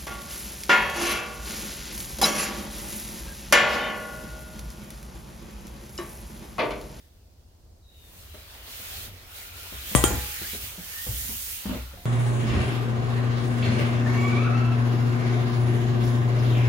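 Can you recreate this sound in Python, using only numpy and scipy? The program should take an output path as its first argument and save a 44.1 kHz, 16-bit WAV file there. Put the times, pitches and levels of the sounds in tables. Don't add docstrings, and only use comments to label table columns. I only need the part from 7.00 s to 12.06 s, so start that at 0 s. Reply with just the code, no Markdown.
import sys
import numpy as np
from scipy import signal
from scipy.fft import rfft, irfft, next_fast_len
from scipy.io import wavfile
from scipy.ndimage import uniform_filter1d, map_coordinates

SR = 44100
rng = np.random.default_rng(int(sys.argv[2]) if len(sys.argv) > 2 else 0)


def digitize_waveform(pressure):
    field = np.atleast_2d(pressure).T
    bounded = np.clip(field, -1, 1)
    quanta = np.round(bounded * 32767).astype(np.int16)
    wavfile.write(sys.argv[1], SR, quanta)


N = 222969

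# frequency in Hz, left-right likeness from -1 to 1.
ALIKE = [(60, 0.97), (240, 0.87), (950, -0.049), (3770, 0.7), (15000, -0.19)]


def amp(db):
    return 10 ** (np.asarray(db) / 20)


def unit(x):
    return x / np.sqrt(np.mean(x ** 2) + 1e-20)


def along(points, hz, axis=1):
    table = np.transpose(points)
    return np.interp(np.log(hz + 1), np.log(table[0] + 1), table[axis])


def over_time(points):
    return np.interp(np.arange(N) / SR, *np.transpose(points))


def wobble(rate):
    knots = rng.standard_normal(int(N * rate / SR) + 4)
    return map_coordinates(knots, [np.arange(N) * rate / SR])


def filtered(x, response):
    m = next_fast_len(x.shape[-1] + 8192)
    spectrum = rfft(x, m) * response(np.fft.rfftfreq(m, 1 / SR))
    return irfft(spectrum, m)[..., :x.shape[-1]]


def rush(spectrum, alike, size=N, patchy_db=0):
    z = signal.stft(rng.standard_normal((2, size + 512)), nperseg=512)[2]
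    field = rng.standard_normal(z.shape[1:])
    field = uniform_filter1d(field, size=6, axis=0)
    field = uniform_filter1d(field, size=12, axis=1)
    pair = signal.istft(z * amp(patchy_db * unit(field)), nperseg=512)[1][:, :size]

    def mid_side_gain(hz):
        turn = np.arccos(np.clip(along(alike, hz), -1, 1)) / 2
        return amp(along(spectrum, hz)) * [np.cos(turn), np.sin(turn)]

    mid, side = filtered(pair, mid_side_gain)
    return unit(np.array([mid + side, mid - side]))


def add(track, sound, s):
    part = track[:, round(s * SR):]
    part[:, :sound.shape[1]] += sound[:, :part.shape[1]]


def ring(t, hz, db, t60, attack):
    return amp(db - 60 * t / t60) * np.sin(2 * np.pi * hz * t) * (1 - np.exp(-t / attack))


def dying(noise, table, axis):
    hz, t, z = signal.stft(noise, SR, nperseg=256)
    decay = amp(-60 * t / along(table, hz, axis)[:, None])
    return signal.istft(z * decay, SR, nperseg=256)[1][:, :noise.shape[1]]


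def door():
    # start in seconds, knock level in dB, knock cycles in the first ms,
    # pitch steadiness 0-1, knock t60 in seconds, crack level in dB, gain of the ringing modes in dB,
    # clatter level in dB, clack frequency in Hz, clack level in dB.
    blows = [(2.9504, -3, 0.81, 0.43, 0.082, -7.5, -23.5, -18.5, 2500, -16.5),
             (3.0397, 0, 0.38, 0.94, 0.021, -6, -27, -19.5, 3700, -13)]
    # frequency in Hz, relative level in dB per Hz.
    crack_colour = [(300, -6), (1000, -25), (2500, -0.5), (4000, -5), (5500, -6.5), (9000, -2),
                    (12000, -10), (15500, -2)]
    # frequency in Hz, relative level in dB per Hz, t60 in seconds.
    sheet = [(103, 12, 0.47), (312, 4, 0.47), (800, 3.5, 0.51), (2060, -8, 0.96), (3400, 0.5, 0.13),
             (4930, -10, 0.35), (6250, -2.5, 0.17), (6630, 3.5, 0.45), (8950, 6.5, 0.12),
             (11900, -0.5, 0.31), (15500, -23, .1)]
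    out, t = np.zeros((2, N)), np.arange(SR // 2) / SR
    swell = 1 - np.exp(-t / 0.0036)
    for k, blow in enumerate(blows):
        s, db, cycles, steady, t60, crack_db, ring_db, clatter_db, clack_hz, clack_db = blow
        turns = cycles * (t * 1000) ** steady
        knock = -amp(db - 60 * t / t60) * np.sin(2 * np.pi * turns)
        knock -= ring(t, 1160, db - 1, 0.0077, attack=0.00018)
        crack = amp(crack_db - 60 * t / 0.0091) * rush(crack_colour, [(500, .6), (4000, 0.13)], size=len(t))
        crack += ring(t, clack_hz, clack_db, 0.0095, attack=0.00027)
        clatter = rush(sheet, [(100, 0.71), (1000, 0.0), (5000, 0.0)], size=len(t))
        clatter = dying(clatter, sheet, axis=2)
        after = swell * (amp(ring_db) * leaf(t, k) + amp(clatter_db) * clatter)
        add(out, knock * amp([[0], [-17]]) + crack + after, s)
    return out


def leaf(t, blow):
    leaf_hz = [301, 490, 609, 741, 834, 1034, 1174, 1395, 1567, 1782, 1945, 2360]
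    latch_hz = [3198, 6696, 7120, 7565, 8397, 8686, 8732, 9170, 9410, 10800, 11180]
    # relative level at first blow in dB, at second blow in dB,
    # t60 in seconds, left-right difference in dB.
    mode_rows = [(-10, -5.5, 0.29, 8), (-13, -15, 0.79, 6), (-6, -32, 0.31, 6), (-5.5, -7, 0.28, -1),
                 (-13.5, -11.5, 0.88, 1.5), (-10.5, -33, 0.6, -2), (-0.5, -15, 0.15, -1),
                 (-32, -2.5, 0.37, -4), (-22, -19, 1, -17), (-24, -14, 0.49, -12), (-9, -17, 0.58, -4),
                 (-43, -18, 0.98, -10), (-9, -3, 0.18, -11.5), (-20, -8, 0.36, -16), (-18, -17, 0.36, -11),
                 (-16, -19, 0.21, 0), (-6, -20, 0.23, -10), (3, -6, 0.2, 6), (-5, 3.5, 0.16, -6),
                 (-14, -16, 0.17, -2), (-6, -20, 0.34, -9), (-12, -21, .12, 3), (-19, -21, .12, 0)]
    modes = 0
    for hz, (*level_db, decay, pan_db) in zip([*leaf_hz, *latch_hz], mode_rows):
        rattle = hz / (hz + 4000)
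        flutter = np.interp(t, np.arange(41) / 80, rng.normal(0, 4, 41)) * rattle
        start = rng.random() + rattle * rng.normal(0, .2, (2, 1))
        gain = amp(level_db[blow] - 60 * t / decay + flutter + [[pan_db / 2], [-pan_db / 2]])
        modes += gain * np.sin(2 * np.pi * (hz * t + start))
    return modes


def thumps():
    # start in seconds, note level midway between the ports in dB,
    # pitch in Hz, note t60 in seconds, gain of the floor boom in dB.
    contacts = [(1.342, -41.5, 607, 0.076, -60), (1.675, -47.5, 730, 0.046, -62),
                (1.795, -47, 480, .06, -64), (2.078, -39.5, 94, 0.29, -54),
                (2.722, -28.5, 143, 0.031, -34.5), (2.912, -27, 170, 0.039, -64),
                (2.952, -22, 118, 0.25, -18), (3.042, -25.5, 113.5, 0.31, -30),
                (3.105, -18, 364, 0.046, -23), (3.13, -24.5, 302, 0.057, -29), (3.15, -24, 228, 0.053, -24),
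                (3.176, -34, 127, 0.073, -28.5), (3.414, -33, 328, 0.043, -41),
                (3.531, -32.5, 206, 0.082, -45), (3.545, -33.5, 390, 0.065, -42),
                (3.631, -35, 94, 0.11, -41.5), (3.778, -32.5, 169.4, 0.14, -52),
                (4.065, -35.5, 504, 0.065, -25), (4.0873, -26.5, 112, 0.13, -25),
                (4.135, -37.5, 143.5, 0.25, -41), (4.244, -43.5, 234, 0.13, -68),
                (4.29, -30, 216, 0.07, -42), (4.655, -20.5, 204, 0.066, -28.5),
                (4.691, -17, 237, 0.053, -31), (4.71, -18.5, 184, 0.031, -39), (4.728, -31, 574, 0.09, -45),
                (4.745, -29, 488, 0.052, -42), (4.762, -30, 255, 0.074, -63),
                (4.772, -47, 540, 0.091, -28.5), (4.931, -42, 553, 0.16, -63), (4.971, -48, 708, 0.23, -52)]
    # frequency in Hz, relative level in dB, t60 in seconds.
    floor_modes = [(62.3, 3, 0.56), (97, -2.5, 0.21), (120.9, -11.5, 0.47)]
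    # frequency in Hz, relative level in dB per Hz.
    scuff_colour = [(60, -0.5), (150, -2), (350, -6), (700, -11.5), (1500, -17.5), (3000, -28), (8000, -65)]
    scuff_at_300_db, scuff_grows = -35, 0.7
    scuff_per_octave_db = 1.5
    near, floor, t = np.zeros((2, N)), np.zeros((2, N)), np.arange(SR * 3 // 4) / SR
    for s, db, hz, t60, boom_db in contacts:
        note = ring(t, hz, db, t60, attack=0.0025)
        scuff_db = scuff_at_300_db + scuff_grows * (db + 30) + scuff_per_octave_db * np.log2(hz / 300)
        colour = np.multiply(scuff_colour, [(hz / 300) ** 0.47, 1])
        scuff_shape = amp(scuff_db - 60 * t / 0.11) * (1 - np.exp(-t / 0.0024))
        scuff = scuff_shape * rush(colour, ALIKE, size=len(t))
        boom = sum(ring(t, f, boom_db + level, decay, attack=0.027) for f, level, decay in floor_modes)
        add(near, (note + scuff) * amp([[1.1], [-1.1]]), s)
        add(floor, boom * amp([[.6], [-.6]]), s)
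    return near + amp(-3.0) * stairwell(near) + floor


def stairwell(x):
    # frequency in Hz, t60 in seconds.
    wall_decay = [(100, 0.4), (400, 0.24), (2000, 0.42), (10000, 0.37)]
    tail = dying(rush([(100, 0)], [(100, 0.76), (700, 0.71)], size=SR // 2), wall_decay, axis=1)
    delayed = np.pad(x.mean(0), (300, 0))[None]
    return signal.fftconvolve(delayed, tail / np.linalg.norm(tail[0]), axes=1)[:, :N]


def rubbing():
    # time in seconds, fine hiss in dB before its fixed lift.
    sliding = [(0.0, -65), (0.12, -73), (0.27, -76), (0.83, -81), (0.98, -64), (1.19, -54), (1.31, -57),
               (1.35, -54), (1.47, -57), (1.54, -53), (1.62, -56), (1.72, -45.5), (1.99, -43), (2.06, -45),
               (2.11, -56.5), (2.27, -57), (2.37, -46), (2.47, -47.5), (2.52, -53), (2.58, -47.5),
               (2.84, -45), (2.9, -39), (3.22, -38.5), (3.4, -39.5), (3.556, -38), (3.596, -43),
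               (3.638, -39.5), (3.762, -47), (3.95, -40.5), (4.2, -36), (4.48, -38), (4.542, -37.5),
               (4.68, -46.5), (4.78, -49), (4.954, -56.5), (5.056, -54.5)]
    # time in seconds, offset in dB before its fixed lift.
    coarse_over = [(0, -7), (.85, -7), (1.0, -7), (1.5, 0.5), (2.0, 1), (2.45, -1), (2.8, 1.5), (3.4, 0.5),
                   (3.9, -1), (4.2, -3.5), (4.55, -4), (4.7, 1.5), (5.05, -2)]
    # time in seconds, left-right difference in dB.
    fine_pan = [(0, 4), (.8, -5), (1.0, 7), (1.5, 3.5), (2.1, 1.7), (2.5, 5), (3.2, 1.7), (5.06, 2.5)]
    # frequency in Hz, relative level in dB per Hz.
    fine_colour = [(3000, -33.5), (5000, -9), (6700, -4), (7600, -6), (9700, -4), (12400, -3), (15100, 0.5),
                   (16000, -6)]
    coarse_colour = [(500, -53), (1200, -8.5), (1900, -4), (3150, -0.5), (4300, -3.5), (6000, -11.5),
                     (9000, -29.5)]
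    drag_colour = [(150, -15), (400, 1), (900, 2.5), (1400, 1), (2000, -1.5), (4000, -38)]
    # frequency in Hz, lift of right over left in dB.
    right_port = [(2000, 23), (8000, 1.5), (15000, 7)]
    coarse_follows, rest_db = 0.7, -53
    drag_under_db, drag_top_db = -2, -52
    drag_yields = 0.88
    fine_lift_db, coarse_lift_db = 4.0, 3.5

    fine_db, over_db, pan_db = over_time(sliding), over_time(coarse_over), over_time(fine_pan)
    coarse_db = rest_db + coarse_follows * (fine_db - rest_db) + over_db
    drag_db = np.minimum(coarse_db + drag_under_db, drag_top_db) - drag_yields * (fine_db - coarse_db)
    snags = amp(1.17 * np.array([wobble(900), wobble(830)]))
    fine = unit(snags * rush(fine_colour, [(5000, 0.0079)], patchy_db=-0.54)) * amp(fine_lift_db)
    fine = filtered(fine, lambda hz: amp(np.outer([-.5, .5], along(right_port, hz))))
    fine = fine * amp(fine_db + np.outer([.5, -.5], pan_db))
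    coarse = rush(coarse_colour, [(1500, -0.15)], patchy_db=1.77) * amp(coarse_lift_db + coarse_db)
    drag = rush(drag_colour, [(300, 1.0), (1500, 0.081)], patchy_db=2.5) * amp(drag_db)
    return fine + coarse + drag


def whistles():
    # start in seconds, length in seconds, first frequency in Hz,
    # last frequency in Hz, half-width in Hz, level at the middle in dB.
    glides = [(0.822, 0.3, 3910, 3590, 75.4, -61), (.9, 0.19, 2880, 2890, 120, -71),
              (1.287, 0.18, 4050, 3910, 101, -58), (2.282, 0.59, 1421, 1405, 70, -55.5),
              (3.407, 0.14, 1292, 2503, 103, -44), (3.924, 0.136, 1790, 1900, 49.3, -45),
              (4.06, 0.063, 1954, 2560, 80, -59), (4.738, 0.25, 1412, 1386, 70, -56)]
    out = np.zeros((2, N))
    for s, length, first_hz, last_hz, width_hz, db in glides:
        u = np.arange(round(length * SR)) / (length * SR)
        angle = 2 * np.pi * np.cumsum(first_hz + (last_hz - first_hz) * u) / SR
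        slow = filtered(rng.standard_normal((2, 2, SR)), lambda hz: 1 / (1 + (hz / width_hz) ** 2))
        a, b = unit(slow)[..., :len(u)]
        fuzzy = a * np.cos(angle) + b * np.sin(angle)
        add(out, amp(db) * np.sin(np.pi * u) ** 0.45 * fuzzy, s)
    return out


def house():
    # time in seconds, level in dB before the waver.
    rumble = [(0.0, -52), (1.0, -51.5), (1.15, -47.5), (1.65, -51.5), (1.92, -45.5), (2.322, -48.5),
              (2.82, -47), (3.11, -31.5), (3.32, -47.5), (3.95, -48.5), (4.22, -44.5), (4.8, -53),
              (4.96, -46.5)]
    # frequency in Hz,
    # relative level in dB per Hz.
    house_colour = [(15, -43), (28, -6.5), (45, -6), (85, -4), (125, -21.5), (165, -23), (270, -26.5),
                    (700, -30.5), (1130, -41.5), (2300, -56), (16000, -92)]
    hiss_colour = [(1000, 0.5), (2300, -7), (4500, 7.5), (8000, 2), (16000, -5)]
    hiss = amp(-68.5) * rush(hiss_colour, [(1000, 0)])
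    level_db = over_time(rumble) + 1.23 * wobble(7)
    return amp(level_db) * rush(house_colour, ALIKE, patchy_db=0.56) + hiss


def scene():
    return door() + thumps() + rubbing() + whistles() + house()


def record(dry):
    bass_hz, ceiling, top_hz = 28, .9, 15950
    thin = filtered(dry, lambda hz: (1j * hz / (bass_hz + 1j * hz)) ** 2)
    soft = thin / (1 + np.abs(thin / ceiling) ** 6) ** (1 / 6)
    return filtered(soft, lambda hz: hz < top_hz)


dry = scene()
out = record(dry)
digitize_waveform(out)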